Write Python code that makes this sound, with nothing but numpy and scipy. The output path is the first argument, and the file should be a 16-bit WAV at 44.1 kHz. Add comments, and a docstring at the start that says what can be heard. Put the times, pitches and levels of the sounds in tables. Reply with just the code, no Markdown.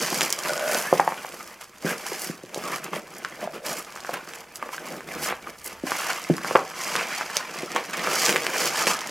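"""In a small, quiet room a roll of bubble wrap is worked out of a cardboard box, close to the microphone.
The film crinkles in countless tiny buckles and snaps sharply where single folds flip over. Friction
makes it fizz, and makes it rasp, rush and squeak as it drags along the cardboard. Hands and roll knock
against the box, and all of this handling drives the panels and the enclosed air, which ring briefly."""
import sys
import numpy as np
from scipy import signal
from scipy.fft import rfft, irfft, next_fast_len
from scipy.io import wavfile
from scipy.ndimage import uniform_filter1d, map_coordinates

SR = 44100
rng = np.random.default_rng(int(sys.argv[2]) if len(sys.argv) > 2 else 0)


def store_wav(level_fs):
    """Save 16-bit WAV to argv[1]."""
    pcm = np.round(np.clip(np.atleast_2d(level_fs), -1, 1) * 32767)
    wavfile.write(sys.argv[1], SR, pcm.T.astype(np.int16))


N = 401310

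# film fizz and bubble crinkle as heard through the microphone, with its dip at 3.7 kHz: f/Hz, level/dB
HEARD_FIZZ = [(1500, -63), (3000, -0.5), (3700, -10.5), (4700, 2), (6800, -1.5), (9000, -9.5),
              (11500, -10.5), (14000, -17), (16000, -25)]
HEARD_CRINKLE = [(30, -62), (120, -31), (300, -22.5), (550, -3.5), (1200, 2), (1700, -0.5), (2300, 0.5),
                 (3000, -5.5), (3700, -12.5), (6000, -23), (12000, -40)]
# stirring of the wrap, which never quite rests between strokes: t/s, level/dB
STIRRING = [(0, -35.5), (0.85, -32.5), (1.15, -39), (1.5, -47.5), (1.73, -53), (2.05, -49), (2.45, -50),
            (2.7, -46.5), (3.6, -52), (3.87, -43), (4.5, -50.5), (5.8, -49), (6.0, -38), (6.7, -40),
            (7.0, -40), (7.85, -37), (8.15, -29.5), (8.45, -32.5), (9.09, -35.5)]


def amp(db):
    """Amplitude ratio of a level in decibels."""
    return 10 ** (np.asarray(db) / 20)


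def unit(x):
    """Normalisation to rms 1."""
    return x / np.sqrt(np.mean(x ** 2) + 1e-20)


def along(points, hz):
    """Interpolation of (f/Hz, value) points on a logarithmic frequency axis."""
    f, values = np.transpose(points)
    return np.interp(np.log(hz + 1), np.log(f), values)


def level_curve(points):
    """Gain per sample by linear interpolation of (t/s, level/dB) points."""
    return amp(np.interp(np.arange(N) / SR, *np.transpose(points)))


def add(track, s, sound):
    """Superposition of a sound on the track, starting at s seconds."""
    part = track[max(round(s * SR), 0):][:len(sound)]
    part += sound[:len(part)]


def wobble(rate):
    """Smooth random modulation: a spline through rate knots a second."""
    knots = rng.standard_normal(int(N * rate / SR) + 4)
    return map_coordinates(knots, [np.arange(N) * rate / SR])


def filtered(x, response):
    """Linear filtering: the spectrum of x times a complex frequency response."""
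    size = next_fast_len(N + SR // 2)
    return irfft(rfft(x, size) * response(np.fft.rfftfreq(size, 1 / SR)), size)[..., :N]


def coloured(x, spectrum, size=4096):
    """Minimum-phase filtering: the response is causal, so clicks keep their sharp fronts."""
    cepstrum = irfft(np.log(amp(along(spectrum, np.fft.rfftfreq(size, 1 / SR)))))
    cepstrum[1:size // 2] *= 2
    cepstrum[size // 2 + 1:] = 0
    return signal.fftconvolve(x, irfft(np.exp(rfft(cepstrum))))[:N]


def noise(spectrum):
    """Stationary Gaussian noise of rms 1 with the given spectral shape."""
    return unit(coloured(rng.standard_normal(N), spectrum))


def resonate(x, modes, bend):
    """Forced response of damped modes (f/Hz, bandwidth/Hz, level/dB); bend scales their frequencies."""
    warped_time, out = np.cumsum(bend) / SR, 0
    for hz, width, db in modes:
        carrier = np.exp(2j * np.pi * hz * warped_time)
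        pole = np.exp(-np.pi * width / SR)
        envelope = signal.lfilter([1 - pole], [1, -pole], x * carrier.conj())
        out = out + 2 * amp(db) * (envelope * carrier).real
    return out


def swing(t, hz, cycles):
    """Heavily damped oscillation of peak 1 whose envelope is greatest after the given cycles."""
    turns = t * hz
    wave = np.sin(2 * np.pi * turns) * turns * np.exp(-turns / cycles)
    return wave / np.abs(wave).max()


def bursts(rate, spread_db, life_s, bed):
    """Shot-noise envelope of rms 1: random jumps of energy decay exponentially over a steady bed."""
    sizes = amp(spread_db * np.minimum(rng.standard_normal(N), 2.1))
    jumps = (rng.random(N) < rate / SR) * sizes ** 2 / rate
    energy = signal.lfilter([1], [1, -np.exp(-1 / (life_s * SR))], jumps)
    return unit(np.sqrt(energy / energy.mean() + bed))


def grains(rate, spread_db, life_s, bed):
    """Amplitude-modulated white noise: tiny bursts over smooth friction."""
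    return bursts(rate, spread_db, life_s, bed) * rng.standard_normal(N)


def strokes(rows, swell_db=12, release_db_per_s=293):
    """Incoherent addition: strokes swell up to time t, hold and fade; one gain per level column."""
    t, power = np.arange(N) / SR, 0
    for s, attack, hold, *levels_db in rows:
        rise_db = swell_db * np.minimum(t - s, 0) / attack
        fall_db = release_db_per_s * np.maximum(t - s - hold, 0)
        shape = amp(np.maximum(rise_db - fall_db, -100))
        power = power + np.outer(amp(levels_db), shape) ** 2
    return np.sqrt(power)


def room_hush():
    """Ambient noise: the steady floor of the quiet room, strongest in the bass."""
    spectrum = [(25, -13), (160, -5), (16000, -32)]  # room noise: f/Hz, level/dB
    return amp(-59) * noise(spectrum)


def grip_rumble():
    """Structure-borne noise: a faint rumble as the microphone shifts in the hand."""
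    shifts = [(5.08, 0.15, 0.87, -61.5)]  # movement of the grip: t/s, attack/s, hold/s, level/dB
    spectrum = [(25, -17), (75, 7), (600, -69)]  # handling noise: f/Hz, level/dB
    return strokes(shifts)[0] * noise(spectrum)


def room_tail():
    """Reverberation: a random impulse response of energy 1, whose treble is absorbed first."""
    decay_times = [(150, 0.32), (700, 0.31), (3000, 0.18), (14000, 0.031)]  # reverberation time: f/Hz, T60/s
    hz, t, spectra = signal.stft(rng.standard_normal(SR // 3), SR, nperseg=256)
    decay = amp(-60 * t / along(decay_times, hz)[:, None])
    tail = signal.istft(spectra * decay, SR, nperseg=256)[1]
    tail *= 1 - np.exp(-np.arange(len(tail)) / SR / 0.002)
    return tail / np.linalg.norm(tail)


def with_reflections(hit, wall_db, scatter_db, scatter_life_s, room_db):
    """Multipath propagation: direct sound, far box wall echo, nearby scatter and room tail."""
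    tail = room_tail()
    t = np.arange(len(tail)) / SR
    scatter = rng.standard_normal(len(t)) * np.exp(-t / scatter_life_s) * (1 - np.exp(-t / 0.0012))
    path = amp(scatter_db) * scatter / np.linalg.norm(scatter) + amp(room_db) * tail
    add(path, 0, [1])
    add(path, 0.0057, [amp(wall_db)])
    return signal.fftconvolve(hit, path)


def box_ring(drive):
    """Modal resonance of the box, a little sharp or flat as the hands load its panels."""
    modes = [(168, 24, -3.5), (368, 48, 0), (520, 56, -0.5), (620, 30, -5), (785, 40, 0.5), (1141, 45, 3.5),
             (1590, 70, -3.5)]  # panels and enclosed air: f/Hz, bandwidth/Hz, level/dB
    return resonate(drive, modes, bend=1 + 0.042 * wobble(3.4))


def box_grumble():
    """Flexure: the bending panels radiate a low, grainy noise."""
    spectrum = [(30, -35), (100, -57.5), (150, 2), (250, -2.5), (400, 0), (650, -0.5), (1500, -32.5)]  # flexing cardboard: f/Hz, level/dB
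    return unit(coloured(grains(rate=160, spread_db=6, life_s=0.0028, bed=0.56), spectrum))


def wall_rush():
    """Sliding friction: the box wall rushes as the roll passes along it."""
    slides = [(8.06, .1, 0.51, -41.5), (8.285, 0.04, 0.072, -31), (8.62, 0.18, 0.061, -35),
              (8.8, 0.077, 0.11, -41)]  # roll on the wall: t/s, attack/s, hold/s, level/dB
    spectrum = [(120, -38), (220, -11.5), (330, -5), (500, 1.5), (750, -17), (1500, -27)]  # rubbed wall: f/Hz, level/dB
    return strokes(slides)[0] * noise(spectrum)


def slips(rate, jitter, spread_db):
    """Stick-slip motion: an impulse each time the roll lets go, at an uneven rate."""
    count = np.floor(np.cumsum(rate * np.exp(jitter * wobble(40))) / SR)
    return unit(np.diff(count, prepend=0) * amp(spread_db * rng.standard_normal(N)))


def edge_rasp():
    """Stick-slip excitation: the dragging roll drives the resonances of a cardboard edge."""
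    drags = [(.49, 0.012, 0.019, -29), (.66, 0.16, 0.093, -27.5)]  # roll over the edge: t/s, attack/s, hold/s, level/dB
    modes = [(600, 145, 4), (1440, 115, 1.9)]  # edge resonances: f/Hz, bandwidth/Hz, level/dB (each per pass)
    pushes = slips(rate=64, jitter=0.25, spread_db=2) + 0.35 * rng.standard_normal(N)
    bend = 1 + 0.015 * wobble(9)  # pitch wavers with the pressure of the roll
    rasp = resonate(resonate(pushes, modes, bend), modes, bend)  # two passes soften each onset
    return strokes(drags)[0] * unit(rasp)


def squeaks(width_hz=180):
    """Friction-driven resonance: film squeaks hoarsely on cardboard, rising in pitch if it tightens."""
    rubs = [(0.79, 0.2, -39, 1510, 430), (1.855, 0.064, -32.5, 1540, 80), (2.638, 0.072, -34.5, 1150, 0),
            (3.419, 0.037, -31, 610, 0), (3.599, .2, -40.5, 556, 0)]  # film on cardboard: t/s, duration/s, level/dB, f/Hz, rise/Hz
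    out = 0
    for s, length, db, hz, rise_hz in rubs:
        progress = np.clip((np.arange(N) / SR - s) / length, 0, 1)
        bend = 1 + progress * rise_hz / hz
        mode = [(hz, width_hz, 0)]
        tone = unit(resonate(resonate(rng.standard_normal(N), mode, bend), mode, bend))
        arch = 2 * np.sqrt(progress * (1 - progress))
        out = out + amp(db) * arch * tone
    return out


def crack(t, spectrum):
    """Broadband transient: a coloured noise burst that decays within milliseconds."""
    return coloured(rng.standard_normal(len(t)) * np.exp(-t / 0.0016), spectrum)[:len(t)]


def knocks():
    """Impact excitation: each blow dents the cardboard; hard contacts are higher and crack more."""
    blows = [(0.1236, -23, 292, 0.41), (0.9276, -3, 530, 0.31), (0.9976, -3, 870, 0.59),
             (1.077, -7.5, 860, 0.65), (1.122, -16.5, 920, 0.41), (1.248, -22, 820, 0.57),
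             (1.8467, -19, 212, 0.53), (1.855, -25, 360, 0.41), (2.1185, -26, 420, 0.86),
             (2.297, -23, 210, 0.35), (2.437, -30.5, 280, 0.3), (2.561, -25, 517, 0.39),
             (2.575, -21.5, 390, 0.24), (2.9333, -19.5, 1120, 0.68), (3.2486, -14.5, 1480, 0.66),
             (3.4746, -21, 660, 0.98), (3.9609, -25.5, 1140, 0.4), (4.0927, -19, 670, 0.5),
             (4.6267, -18, 1050, 0.53), (4.691, -21, 1170, 0.25), (4.781, -22.5, 1570, 0.94),
             (5.325, -17.5, 846, 0.4), (5.472, -24.5, 1220, 0.78), (5.8363, -20.5, 279, 0.86),
             (6.2991, -10, 296, 0.4), (6.3047, -14.5, 186, 0.46), (6.382, -20, 1390, 0.51),
             (6.5095, -18, 1220, 0.77), (6.511, -16.5, 516, 0.31), (6.5528, -5, 575, 0.28),
             (6.5567, -1.5, 1130, 0.48), (6.5582, -11, 467, 0.45), (6.566, -9, 1050, 0.55),
             (6.9544, -10, 1430, 0.42), (7.632, -22.5, 333, 0.34), (7.7624, -11.5, 1000, 0.54),
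             (8.8709, -16.5, 436, 0.36)]  # hands and roll on the box: t/s, level/dB, f/Hz, ring/cycles
    track, t = np.zeros(N), np.arange(SR // 12) / SR
    for s, db, hz, cycles in blows:
        dent = swing(t, hz, cycles) - amp(-9) * swing(t, hz * 2.12, cycles=0.64)
        hardness = amp(-11) * min(hz / 900, 1) ** 2
        hit = dent + hardness * crack(t, HEARD_CRINKLE)
        heard = with_reflections(hit, wall_db=-12, scatter_db=-13, scatter_life_s=0.008, room_db=-14)
        add(track, s - 0.0003, amp(db) * heard)
    return track


def stray_folds(count=100, above_stirring_db=15.5, spread_db=1.5, centre_hz=3900, spread_octaves=0.8):
    """Random buckling of lesser folds, as loud as the wrap is restless: rows of t/s, level/dB, f/Hz."""
    s = rng.random(count) * N / SR
    size, pitch = np.clip(rng.standard_normal((count, 2)), -2, 2).T
    db = np.interp(s, *np.transpose(STIRRING)) + above_stirring_db + spread_db * size
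    return list(zip(s, db, centre_hz * 2 ** (spread_octaves * pitch)))


def snaps():
    """Snap-through: a fold flips and swings; small, high folds have a sharper front and more fizz."""
    folds = [(0.209, -4, 3120), (0.217, -6, 2530), (0.304, -10.5, 8950), (0.3263, -3, 9400),
             (0.3895, -15.5, 7200), (0.535, -16.5, 5000), (0.7466, -8, 4830), (2.5456, -14, 4870),
             (2.8443, -21, 6020), (3.2488, -22, 5000), (3.9744, -23.5, 1800), (4.005, -24.5, 5500),
             (4.0482, -19.5, 1460), (4.275, -25.5, 1500), (4.3364, -22, 2480), (4.558, -19.5, 6350),
             (4.7452, -21, 1480), (5.007, -22, 1680), (5.9194, -9, 1310), (6.4469, -12.5, 1360),
             (6.9636, -8, 3620), (7.2108, -13.5, 1280), (7.3, -19.5, 1550), (7.369, -3, 5230),
             (7.762, -10, 3030), (7.9337, -15.5, 2470), (8.073, -9.5, 1230), (8.2627, -4, 5000),
             (8.2937, -3.5, 2430), (8.3263, -8.5, 2780), (8.3606, -4, 2000), (8.366, -7, 2060),
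             (8.4669, -6.5, 2260), (8.8699, -5.5, 2340)]  # single folds flipping over: t/s, level/dB, f/Hz
    track, t = np.zeros(N), np.arange(SR // 50) / SR
    front = swing(t, hz=6650, cycles=0.46)
    for s, db, hz in folds + stray_folds():
        sharpness = amp(-6) * min(hz / 3000, 1)
        hit = swing(t, hz, cycles=0.33) + sharpness * (front + crack(t, HEARD_FIZZ))
        heard = with_reflections(hit, wall_db=-19, scatter_db=-12.5, scatter_life_s=0.012, room_db=-12.5)
        add(track, s - 0.0001, amp(db) * heard)
    return track


def scuffs(hiss):
    """Brief friction of taut film on itself: the hiss flares in Gaussian pulses."""
    contacts = [(1.912, 0.0095, -40), (2.232, 0.032, -40), (2.843, .006, -43), (2.98, 0.017, -53),
                (3.186, 0.0048, -44), (3.79, 0.0067, -38), (4.139, 0.0048, -39), (4.351, .007, -48),
                (4.561, 0.012, -41), (5.661, 0.019, -38.5)]  # film on film: t/s, half-length/s, level/dB
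    t = np.arange(N) / SR
    gain = sum(amp(db) * np.exp(-np.minimum(((t - s) / half) ** 2, 20)) for s, half, db in contacts)
    return gain * unit(hiss)


def dappled(x, patchy_db):
    """Local resonance: each crackle comes from another patch of film and has its own colour."""
    spectra = signal.stft(x, nperseg=512)[2]
    field = uniform_filter1d(rng.standard_normal(spectra.shape), size=3, axis=0)  # across frequency
    field = uniform_filter1d(field, size=4, axis=1)  # across time
    return signal.istft(spectra * amp(patchy_db * unit(field)), nperseg=512)[1][:N]


def film(fizz_gain, crinkle_gain, usual_crinkle_db=-41, glide_db=-29):
    """Friction and buckling: film fizzes, bubbles crinkle; brisker handling makes the crackle denser."""
    sheen = [(0, 4.5), (.75, 11), (2.2, 7), (2.7, 7.5), (4.4, 7), (5.25, 10), (6.0, 6.5), (7.2, 2.5),
             (8.3, 3.5), (9.1, 2)]  # lift of the fizz above 9 kHz: t/s, level/dB
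    pace = (crinkle_gain / amp(usual_crinkle_db)) ** 0.4
    catch = bursts(rate=72, spread_db=1, life_s=0.01, bed=1.6)  # one buckle sets off its neighbours
    catch = catch ** (1 / np.hypot(1, fizz_gain / amp(glide_db)))  # gliding film catches less
    friction = coloured(grains(rate=900 * pace, spread_db=15, life_s=0.00099, bed=1), HEARD_FIZZ)
    treble = filtered(friction, lambda hz: 1 - 1 / (1 + (hz / 9000) ** 6))
    fizz = unit(friction + (level_curve(sheen) - 1) * treble)
    buckles = coloured(grains(rate=600 * pace, spread_db=0, life_s=0.0016, bed=0.22), HEARD_CRINKLE)
    crinkle = unit(dappled(buckles, patchy_db=2.5))
    return catch * (fizz_gain * fizz + crinkle_gain * crinkle) + scuffs(friction + amp(24.5) * treble)


def handling():
    """Power sum of strokes and stirring: the gains of fizz, crinkle and box flexing."""
    # pulls and squeezes of the roll: t/s, attack/s, hold/s, fizz/dB, crinkle/dB, flexing/dB
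    pulls = [(0.02, 0.13, 0.23, -30.5, -33.5, -37), (0.45, 0.0042, 0.017, -38, -31, -35.5),
             (0.73, 0.06, 0.061, -31.5, -30.5, -42), (1.33, 0.029, 0.17, -50, -49, -51.5),
             (1.61, 0.006, 0.0055, -45, -41.5, -71), (1.875, 0.031, 0.04, -35.5, -30.5, -32),
             (2.07, 0.18, 0.23, -38, -38.5, -47), (2.57, 0.059, 0.075, -44, -41.5, -38.5),
             (2.65, 0.022, 0.049, -43.5, -36, -39), (2.732, 0.02, 0.0042, -34.5, -30.5, -34.5),
             (2.85, 0.064, 0.02, -49, -38.5, -41.5), (2.94, 0.019, 0.028, -45.5, -35.5, -35),
             (3.14, 0.12, 0.22, -53.5, -47, -48), (3.425, 0.047, 0.006, -44, -36.5, -35.5),
             (3.545, 0.018, 0.0093, -45, -35.5, -36.5), (3.66, 0.02, 0.059, -34.5, -34.5, -39.5),
             (3.77, 0.024, 0.025, -38.5, -38, -42), (4.07, 0.049, 0.036, -44.5, -42.5, -65),
             (4.139, 0.017, 0.0025, -42, -30, -34.5), (4.28, 0.046, .13, -50.5, -46, -48.5),
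             (4.665, 0.11, 0.006, -52, -44.5, -45), (4.735, 0.018, 0.0034, -35, -34.5, -60),
             (4.88, 0.12, 0.094, -48, -40.5, -38.5), (5.085, 0.031, 0.14, -49.5, -39, -39),
             (5.23, 0.035, 0.035, -32.5, -35.5, -42), (5.29, 0.04, 0.019, -61, -29.5, -41.5),
             (5.47, 0.067, 0.024, -54, -44.5, -43), (5.66, 0.024, 0.074, -47, -42.5, -47),
             (5.87, 0.021, 0.27, -36, -32.5, -50), (6.10, 0.039, 0.0051, -41, -31, -60),
             (6.46, 0.027, 0.1, -36.5, -36.5, -40), (6.83, 0.094, 0.1, -33.5, -36, -46),
             (6.97, 0.1, 0.062, -36, -30.5, -40.5), (7.17, 0.2, 0.05, -36, -31, -63),
             (7.36, 0.14, 0.051, -38, -34.5, -72), (7.63, 0.071, 0.0077, -45, -35, -38),
             (7.77, 0.046, 0.013, -44, -29.5, -37), (7.94, 0.028, 0.18, -46.5, -32, -41.5),
             (8.19, 0.11, 0.084, -24.5, -31, -58), (8.268, 0.014, 0.034, -29, -25.5, -36),
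             (8.61, 0.12, 0.063, -26.5, -28.5, -38), (8.79, 0.1, 0.037, -26, -27, -39.5),
             (8.875, 0.016, 0.034, -24, -26, -39)]
    shares_db = [-6, -2, -10]  # fizz, crinkle, flexing
    stirring = np.outer(amp(shares_db), level_curve(STIRRING))
    return np.hypot(stirring, strokes(pulls))


def stereo(mid):
    """Phase difference: the sounding spot jumps about the sheet, so either capsule leads in turn."""
    width = [(40, -11), (160, -12.5), (1000, -23.5), (3000, -15), (12000, -9.5)]  # side relative to mid: f/Hz, level/dB
    balance = [(1200, -0.27), (12000, -2)]  # left minus right: f/Hz, level/dB
    side = filtered(mid * unit(wobble(170)), lambda hz: 1j * amp(along(width, hz)))
    channels = np.array([mid + side, mid - side])
    return filtered(channels, lambda hz: amp(np.outer([0.5, -0.5], along(balance, hz))))


def scene():
    """Superposition: rustle and hits sound in the room and force the box into resonance."""
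    fizz_gain, crinkle_gain, flex_gain = handling()
    rustle = film(fizz_gain, crinkle_gain)
    rustle += flex_gain * box_grumble() + wall_rush() + edge_rasp() + squeaks()
    bass_cut = signal.butter(4, 130, "highpass", fs=SR, output="sos")  # light panels radiate no deep bass
    hits = signal.sosfilt(bass_cut, snaps() + knocks())
    reverberation = amp(-14) * signal.fftconvolve(rustle, room_tail())[:N]
    ring = box_ring(amp(-9.5) * rustle + amp(-1.5) * hits)
    return stereo(rustle + hits + reverberation + ring + room_hush() + grip_rumble())


def record(dry):
    """Soft saturation rounds peaks near full scale; a steep low-pass limits the band to 16 kHz."""
    rounded = dry / (1 + np.abs(dry) ** 12) ** (1 / 12)
    return filtered(rounded, lambda hz: 1 / (1 + (hz / 16000) ** 160))


dry = scene()
out = record(dry)
store_wav(out)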